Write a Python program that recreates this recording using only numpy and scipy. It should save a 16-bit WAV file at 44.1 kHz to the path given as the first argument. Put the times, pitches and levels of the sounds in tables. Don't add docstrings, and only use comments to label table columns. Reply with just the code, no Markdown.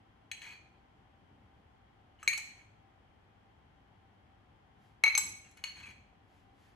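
import sys
import numpy as np
from scipy import signal
from scipy.fft import rfft, irfft
from scipy.io import wavfile

SR = 44100
rng = np.random.default_rng(int(sys.argv[2]) if len(sys.argv) > 2 else 0)


def transcribe(signal):
    frames = np.atleast_2d(signal).T
    limited = np.clip(frames, -1, 1)
    pcm = np.round(limited * 32767).astype(np.int16)
    wavfile.write(sys.argv[1], SR, pcm)


N = 297945
TIME = np.arange(N) / SR

MODE_HZ = np.array([1845, 2023, 2234, 2355, 2490, 2900, 3250, 4083, 4216, 4335, 5230, 5930, 6305, 6622, 7300, 7710, 8580, 9970, 10385, 11800, 12537, 13200, 14150])
# (free t60 [s], then relative level [dB] when struck at each of contact places 0-5)
MODES = [(0.042, -44, -37.5, -46, -46.5, -52, -52), (0.042, -45, -44.5, -27.5, -52, -42, -46.5),
         (0.072, -42, -20.5, -11, -22.5, -36.5, -36.5), (0.025, -33.5, -13.5, -19, -34, -36, -41),
         (0.041, -36.5, -39, -23, -24.5, -38, -34), (0.027, -37.5, -38.5, -40, -35, -35, -28),
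         (0.03, -38, -60.5, -53.5, -53.5, -40.5, -44), (0.08, -44, -32, -22.5, -41.5, -37, -52),
         (0.035, -46, -21, -28.5, -26, -42.5, -52.5), (0.064, -47.5, -49.5, -42.5, -47, -56.5, -28.5),
         (0.02, -64, -51, -61, -40, -36, -51), (0.03, -49.5, -51, -40.5, -37.5, -28, -77),
         (0.04, -41.5, -28.5, -26.5, -22, -22.5, -39), (0.073, -46.5, -26, -59.5, -57.5, -47, -35.5),
         (0.091, -61.5, -53.5, -51.5, -49.5, -36, -45), (0.064, -47, -39, -48.5, -72, -21.5, -46.5),
         (0.045, -48, -33, -55.5, -44, -39.5, -41.5), (0.05, -60.5, -46, -37.5, -45.5, -30.5, -38.5),
         (0.055, -51, -43, -50.5, -57.5, -31.5, -42.5), (0.047, -54.5, -47.5, -40.5, -51.5, -34, -63),
         (0.055, -92, -54, -50.5, -64, -32, -55), (0.03, -60.5, -48, -61.5, -57, -45, -63.5),
         (0.035, -58, -48, -49, -56, -46.5, -37.5)]
RIM_HZ = [2234, 4083, 6305, 7710, 10385]


def undb(db):
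    return 10 ** (np.asarray(db) / 20)


def unit(x):
    return x / np.sqrt(np.mean(x ** 2))


def at(points, hz):
    f, value = np.transpose(points)
    return np.interp(np.log(np.maximum(hz, 1)), np.log(f), value)


def freqs(x):
    return np.fft.rfftfreq(x.shape[-1], 1 / SR)


def colour(x, spectrum):
    return irfft(rfft(x) * undb(at(spectrum, freqs(x))), x.shape[-1])


def convolve(x, response):
    return signal.fftconvolve(x, response)[:N]


def add(out, start_s, x):
    i = int(start_s * SR)
    out[i:i + len(x)] += x[:N - i]


def click(spectrum, size=512):
    cepstrum = irfft(np.log(undb(at(spectrum, np.fft.rfftfreq(size, 1 / SR)))))
    cepstrum[1:size // 2] *= 2
    cepstrum[size // 2 + 1:] = 0
    pulse = irfft(np.exp(rfft(cepstrum)))
    return pulse / np.linalg.norm(pulse)


def narrow_noise(hz, width_hz, channels=1):
    noise = rng.standard_normal((channels, N))
    return unit(irfft(rfft(noise) / (1 + (2 * (freqs(noise) - hz) / width_hz) ** 2), N))


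def swells(events, spectrum):
    envelope = sum(undb(db) * np.exp(-((TIME - peak_s) / half_s) ** 2) for peak_s, half_s, db in events)
    return envelope * unit(colour(rng.standard_normal(N), spectrum))


def ring(hz, t60, db, rise_s=0.00077):
    t = TIME[:SR * 3 // 4]
    modes = np.sin(2 * np.pi * np.outer(hz, t)) * np.exp(-np.log(1000) * np.outer(1 / t60, t))
    return undb(db) @ modes * (1 - np.exp(-t / rise_s))


def room_tone(alike_hz=380, rumble_db=-64.5, lean_left_db=1.16):
    # (frequency [Hz], relative level [dB])
    rumble_spectrum = [(15, -48), (25, -17.5), (47, -3), (87, -2), (170, -9), (277, -10), (531, -17),
                       (818, -14), (962, -16.5), (2050, -21.5), (2550, -26), (3250, -24.5), (3620, -32.5),
                       (11300, -52.5), (16000, -59)]
    # (frequency [Hz], width [Hz], level [dB])
    hum_bands = [(102.7, 5.8, -74), (204.6, 11, -83.5), (275.6, 12, -86), (731, 13, -80),
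                 (786.4, 22, -74.5), (878, 18, -83), (1020, 11, -85), (3170, 240, -90), (10900, 2500, -103)]
    mid, side = rfft(rng.standard_normal((2, N)))
    coherence = .92 / (1 + (freqs(TIME) / alike_hz) ** 2)
    air = irfft(mid * np.sqrt(1 + coherence) + np.outer([1, -1], side * np.sqrt(1 - coherence)), N)
    rumble = unit(colour(air, rumble_spectrum)) * undb(rumble_db)
    hum = sum(undb(db) * narrow_noise(hz, width, channels=1 if hz < alike_hz else 2)
              for hz, width, db in hum_bands)
    return (rumble + hum) * undb([[lean_left_db], [-lean_left_db]])


def kitchen_reverb(x, wet_db=-6, build_s=.006, treble_db=-3):
    # (frequency [Hz], t60 [s])
    decays = [(200, 0.47), (2000, 0.57), (6000, 0.54), (13000, 0.33)]
    t = TIME[:SR * 4 // 5]
    noise = rfft(rng.standard_normal((2, len(t))))
    centres = np.array(decays)[:, 0]
    tail = np.zeros((2, len(t)))
    for share, (hz, t60) in zip(np.eye(len(centres)), decays):
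        band = irfft(noise * at(np.c_[centres, share], freqs(t)), len(t))
        tail += band * np.exp(-np.log(1000) * t / t60) * undb(treble_db * hz / centres[-1])
    build_up = 1 - np.exp(-(t / build_s) ** 2)
    response = unit(tail * build_up) * undb(wet_db) / np.sqrt(len(t))
    return np.array([convolve(x, side) for side in response])


def microphone_ports(x):
    # (frequency [Hz], lead of the left [rad])
    phase_lead = [(900, 0), (1400, -.3), (2230, 1.3), (2900, .9), (4150, 0), (6300, .1), (7700, -.8),
                  (8600, -2.5), (10300, -4.8), (12500, -8.6), (14200, -10.3)]
    # (frequency [Hz], left minus right [dB])
    balance = [(1000, 0), (2200, 2.5), (4200, 4.5), (6300, 3.5), (8000, -0.5), (14000, 0.5)]
    left = undb(at(balance, freqs(x)) / 2) * np.exp(.5j * at(phase_lead, freqs(x)))
    return irfft(rfft(x) * np.array([left, 1 / left]), N)


def handling_bumps():
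    # (time [s], half-length [s], level [dB])
    bumps = [(1.4, 0.13, -65), (1.58, 0.041, -63), (5.28, 0.09, -56.5), (5.88, 0.15, -62)]
    # (frequency [Hz], relative level [dB])
    bump_spectrum = [(25, -16.5), (70, 8.5), (130, 0.5), (250, -3), (500, -13.5), (1500, -53)]
    return swells(bumps, bump_spectrum)


def cheese_rustles():
    # (time [s], half-length [s], level [dB])
    rustles = [(4.86, 0.072, -77.5), (6.36, 0.087, -77.5), (6.65, 0.09, -73.5)]
    # (frequency [Hz], relative level [dB])
    rustle_spectrum = [(300, -12.5), (2000, 3), (6000, -8.5), (9000, -12), (11000, -9), (15000, -20)]
    return swells(rustles, rustle_spectrum)


def bowl_radiation(x, corner_hz=450):
    return signal.sosfilt(signal.butter(2, corner_hz, "high", fs=SR, output="sos"), x)


def drag_strength(bite_s=.02, ease_db_per_s=18, lift_s=0.067):
    # (start [s], length before the lift [s], relative friction [dB])
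    drags = [(0.405, 0.12, -52.5), (2.186, 0.37, -65), (2.561, 0.06, -69.5), (5.434, 0.039, -65.5),
             (5.56, .025, -62.5), (5.639, .045, -52.5), (5.748, .16, -54.5)]
    out = np.zeros(N)
    for start_s, length_s, db in drags:
        t = np.arange(int((length_s + lift_s) * SR)) / SR
        bite = np.minimum(t / bite_s, 1)
        lift = np.clip((length_s + lift_s - t) / lift_s, 0, 1) ** 2
        add(out, start_s, bite * lift * undb(db - ease_db_per_s * t))
    return out


def spoon_scrape(slips_per_s=900, spread_db=0.5, gain_db=-4, t60_share=0.31, tilt_db_per_octave=-2):
    # (frequency [Hz], relative level [dB])
    grit_spectrum = [(200, -30.5), (600, -15.5), (950, -2.5), (1400, -9.5), (2200, 2.5), (3300, -4),
                     (5000, -12), (6500, -14), (8000, -21.5), (9200, -32.5), (10500, -16.5), (14500, -38)]
    sizes = undb(spread_db * np.minimum(rng.exponential(size=N), 4)) * rng.choice([-1, 1], N)
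    slipping = rng.random(N) < slips_per_s / SR
    slips = unit(sizes * slipping) * drag_strength()
    t60, *place_db = np.transpose(MODES)
    mode_db = place_db[0] + tilt_db_per_octave * np.log2(MODE_HZ / RIM_HZ[0])
    pressed_ring = ring(MODE_HZ, t60 * t60_share, mode_db)
    glass = convolve(slips, pressed_ring / np.linalg.norm(pressed_ring))
    grit = convolve(slips, click(grit_spectrum))
    return (glass + grit) * undb(gain_db)


def spoon_squeaks(gain_db=-1, flutter_hz=300, jitter_hz=45, rough_db=3):
    # (start [s], length [s], first pitch [Hz], last pitch [Hz], relative level [dB])
    squeaks = [(0.331, 0.27, 4130, 4490, -64), (0.491, 0.021, 2444, 2495, -47),
               (0.542, 0.021, 2350, 2440, -50.5), (2.187, 0.014, 2990, 2870, -62.5),
               (2.29, 0.047, 1920, 1833, -40.5), (2.327, .012, 2600, 2510, -35),
               (5.103, 0.031, 2203, 2255, -32), (5.437, 0.049, 2820, 2650, -64),
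               (5.666, 0.038, 4280, 4316, -46), (5.7, 0.1, 4330, 4310, -57.5),
               (5.832, 0.025, 2670, 2475, -46.5), (5.854, 0.031, 2440, 2340, -50)]
    out = np.zeros(N)
    waver, flicker = narrow_noise(0, flutter_hz, channels=2)
    for start_s, length_s, first_hz, last_hz, db in squeaks:
        start, n = int(start_s * SR), int(length_s * SR)
        span = slice(start, start + n)
        hz = np.linspace(first_hz, last_hz, n) + jitter_hz * waver[span]
        strength = undb(db + gain_db + rough_db * flicker[span]) * signal.windows.tukey(n, .5)
        add(out, start_s, strength * np.sin(2 * np.pi * np.cumsum(hz) / SR))
    return out


def wall_knock(hollow_db=-4):
    # (frequency [Hz], t60 [s], relative level [dB])
    hollow_modes = [(870, 0.027, 0.5), (1307, 0.074, -13.5), (1704, 0.018, -5.5)]
    # (frequency [Hz], relative level [dB])
    crack_spectrum = [(100, -25), (400, -17), (700, -8.5), (1000, 2.5), (1300, 6), (1600, 2), (2000, -0.5),
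                      (2700, 0.5), (3600, -17.5), (6000, -34.5), (16000, -53.5)]
    note = ring(*np.transpose(hollow_modes))
    out = undb(hollow_db) * note / np.linalg.norm(note)
    add(out, 0, click(crack_spectrum))
    return out


def spoon_clinks(impact_db=-4, chatter=.24, chatter_s=0.0041, damping=0.16, muting_db=-14, detune=.0015):
    # (time [s], ring [dB], knock [dB], tick [dB],
    # brightness [dB/octave], grip [0-1]: how firmly the spoon stays on the wall)
    blows = [(.3145, 4, -56, -33, -1, 1), (.418, -5.5, -46, -34, -4.5, .8),
             (2.2291, -20, -21, -36, -3.5, 0.3), (2.2767, 2, -22, -14.5, -1, 0.94),
             (2.2839, -12.5, -28, -19, 7, 1), (2.329, -14.5, -24, -30, -2.5, .9),
             (2.3322, -3, -26.5, -25.5, -1.5, 0.9), (2.3768, -17, -19.5, -11.5, -1.5, .4),
             (5.0378, 0, -6, -7.5, -1.5, 0.53), (5.0622, -6, -10, -22, -4.5, 0.55),
             (5.0775, -10, -15, -27, 1, 0.3), (5.1512, 0, -19.5, -13, 2, 0.75),
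             (5.1765, 1.5, -8.5, -5, 0.5, 0), (5.513, -34, -52, -37.5, -3, .5),
             (5.572, -20.5, -38, -33, -14, .5), (5.639, 3, -23, -18.5, -5.5, 1)]
    places = [0, 0, 4, 1, 1, 1, 5, 4, 2, 2, 2, 3, 4, 0, 5, 5]
    # (t60 [s], level against the first ring, unmuted [dB])
    after_ring = [(0.98, -21.5), (0.53, -36), (.45, -23), (0.12, -21), (0.59, -21.5)]
    # (frequency [Hz], relative level [dB])
    tick_spectrum = [(300, -36.5), (1500, -9), (3000, -1), (4800, -2.5), (6300, 5), (8200, -0.5),
                     (9200, -17.5), (10300, 3.5), (12300, -4.5), (13500, -9.5), (16000, -13.5)]
    t60, *place_db = np.transpose(MODES)
    rim_t60, rim_db = np.transpose(after_ring)
    on_rim = np.isin(MODE_HZ, RIM_HZ)
    rings, knocks, ticks = np.zeros((3, N))
    t = TIME[:SR // 20]
    for (start_s, ring_db, knock_db, tick_db, brightness, grip), place in zip(blows, places):
        mode_db = place_db[int(place)] + ring_db + brightness * np.log2(MODE_HZ / RIM_HZ[0])
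        hz = MODE_HZ * (1 + detune * grip * rng.standard_normal(len(MODE_HZ)))
        add(rings, start_s, ring(hz, t60 / (1 + damping * grip), mode_db))
        add(rings, start_s, ring(RIM_HZ, rim_t60, mode_db[on_rim] + rim_db + muting_db * grip))
        force = chatter * rng.standard_normal(len(t)) * np.exp(-t / chatter_s)
        force[0] = 1
        force /= np.linalg.norm(force)
        add(knocks, start_s, undb(knock_db + impact_db) * force)
        add(ticks, start_s, undb(tick_db + impact_db) * force)
    return rings + convolve(knocks, wall_knock()) + convolve(ticks, click(tick_spectrum))


def scene():
    close = bowl_radiation(spoon_clinks() + spoon_scrape() + spoon_squeaks()) + cheese_rustles()
    return microphone_ports(close) + kitchen_reverb(close) + handling_bumps() + room_tone()


def record(dry, low_cut_hz=35, top_hz=15300):
    thinned = signal.sosfilt(signal.butter(2, low_cut_hz, "high", fs=SR, output="sos"), dry)
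    return signal.sosfilt(signal.ellip(8, .2, 70, top_hz, fs=SR, output="sos"), thinned)


dry = scene()
out = record(dry)
transcribe(out)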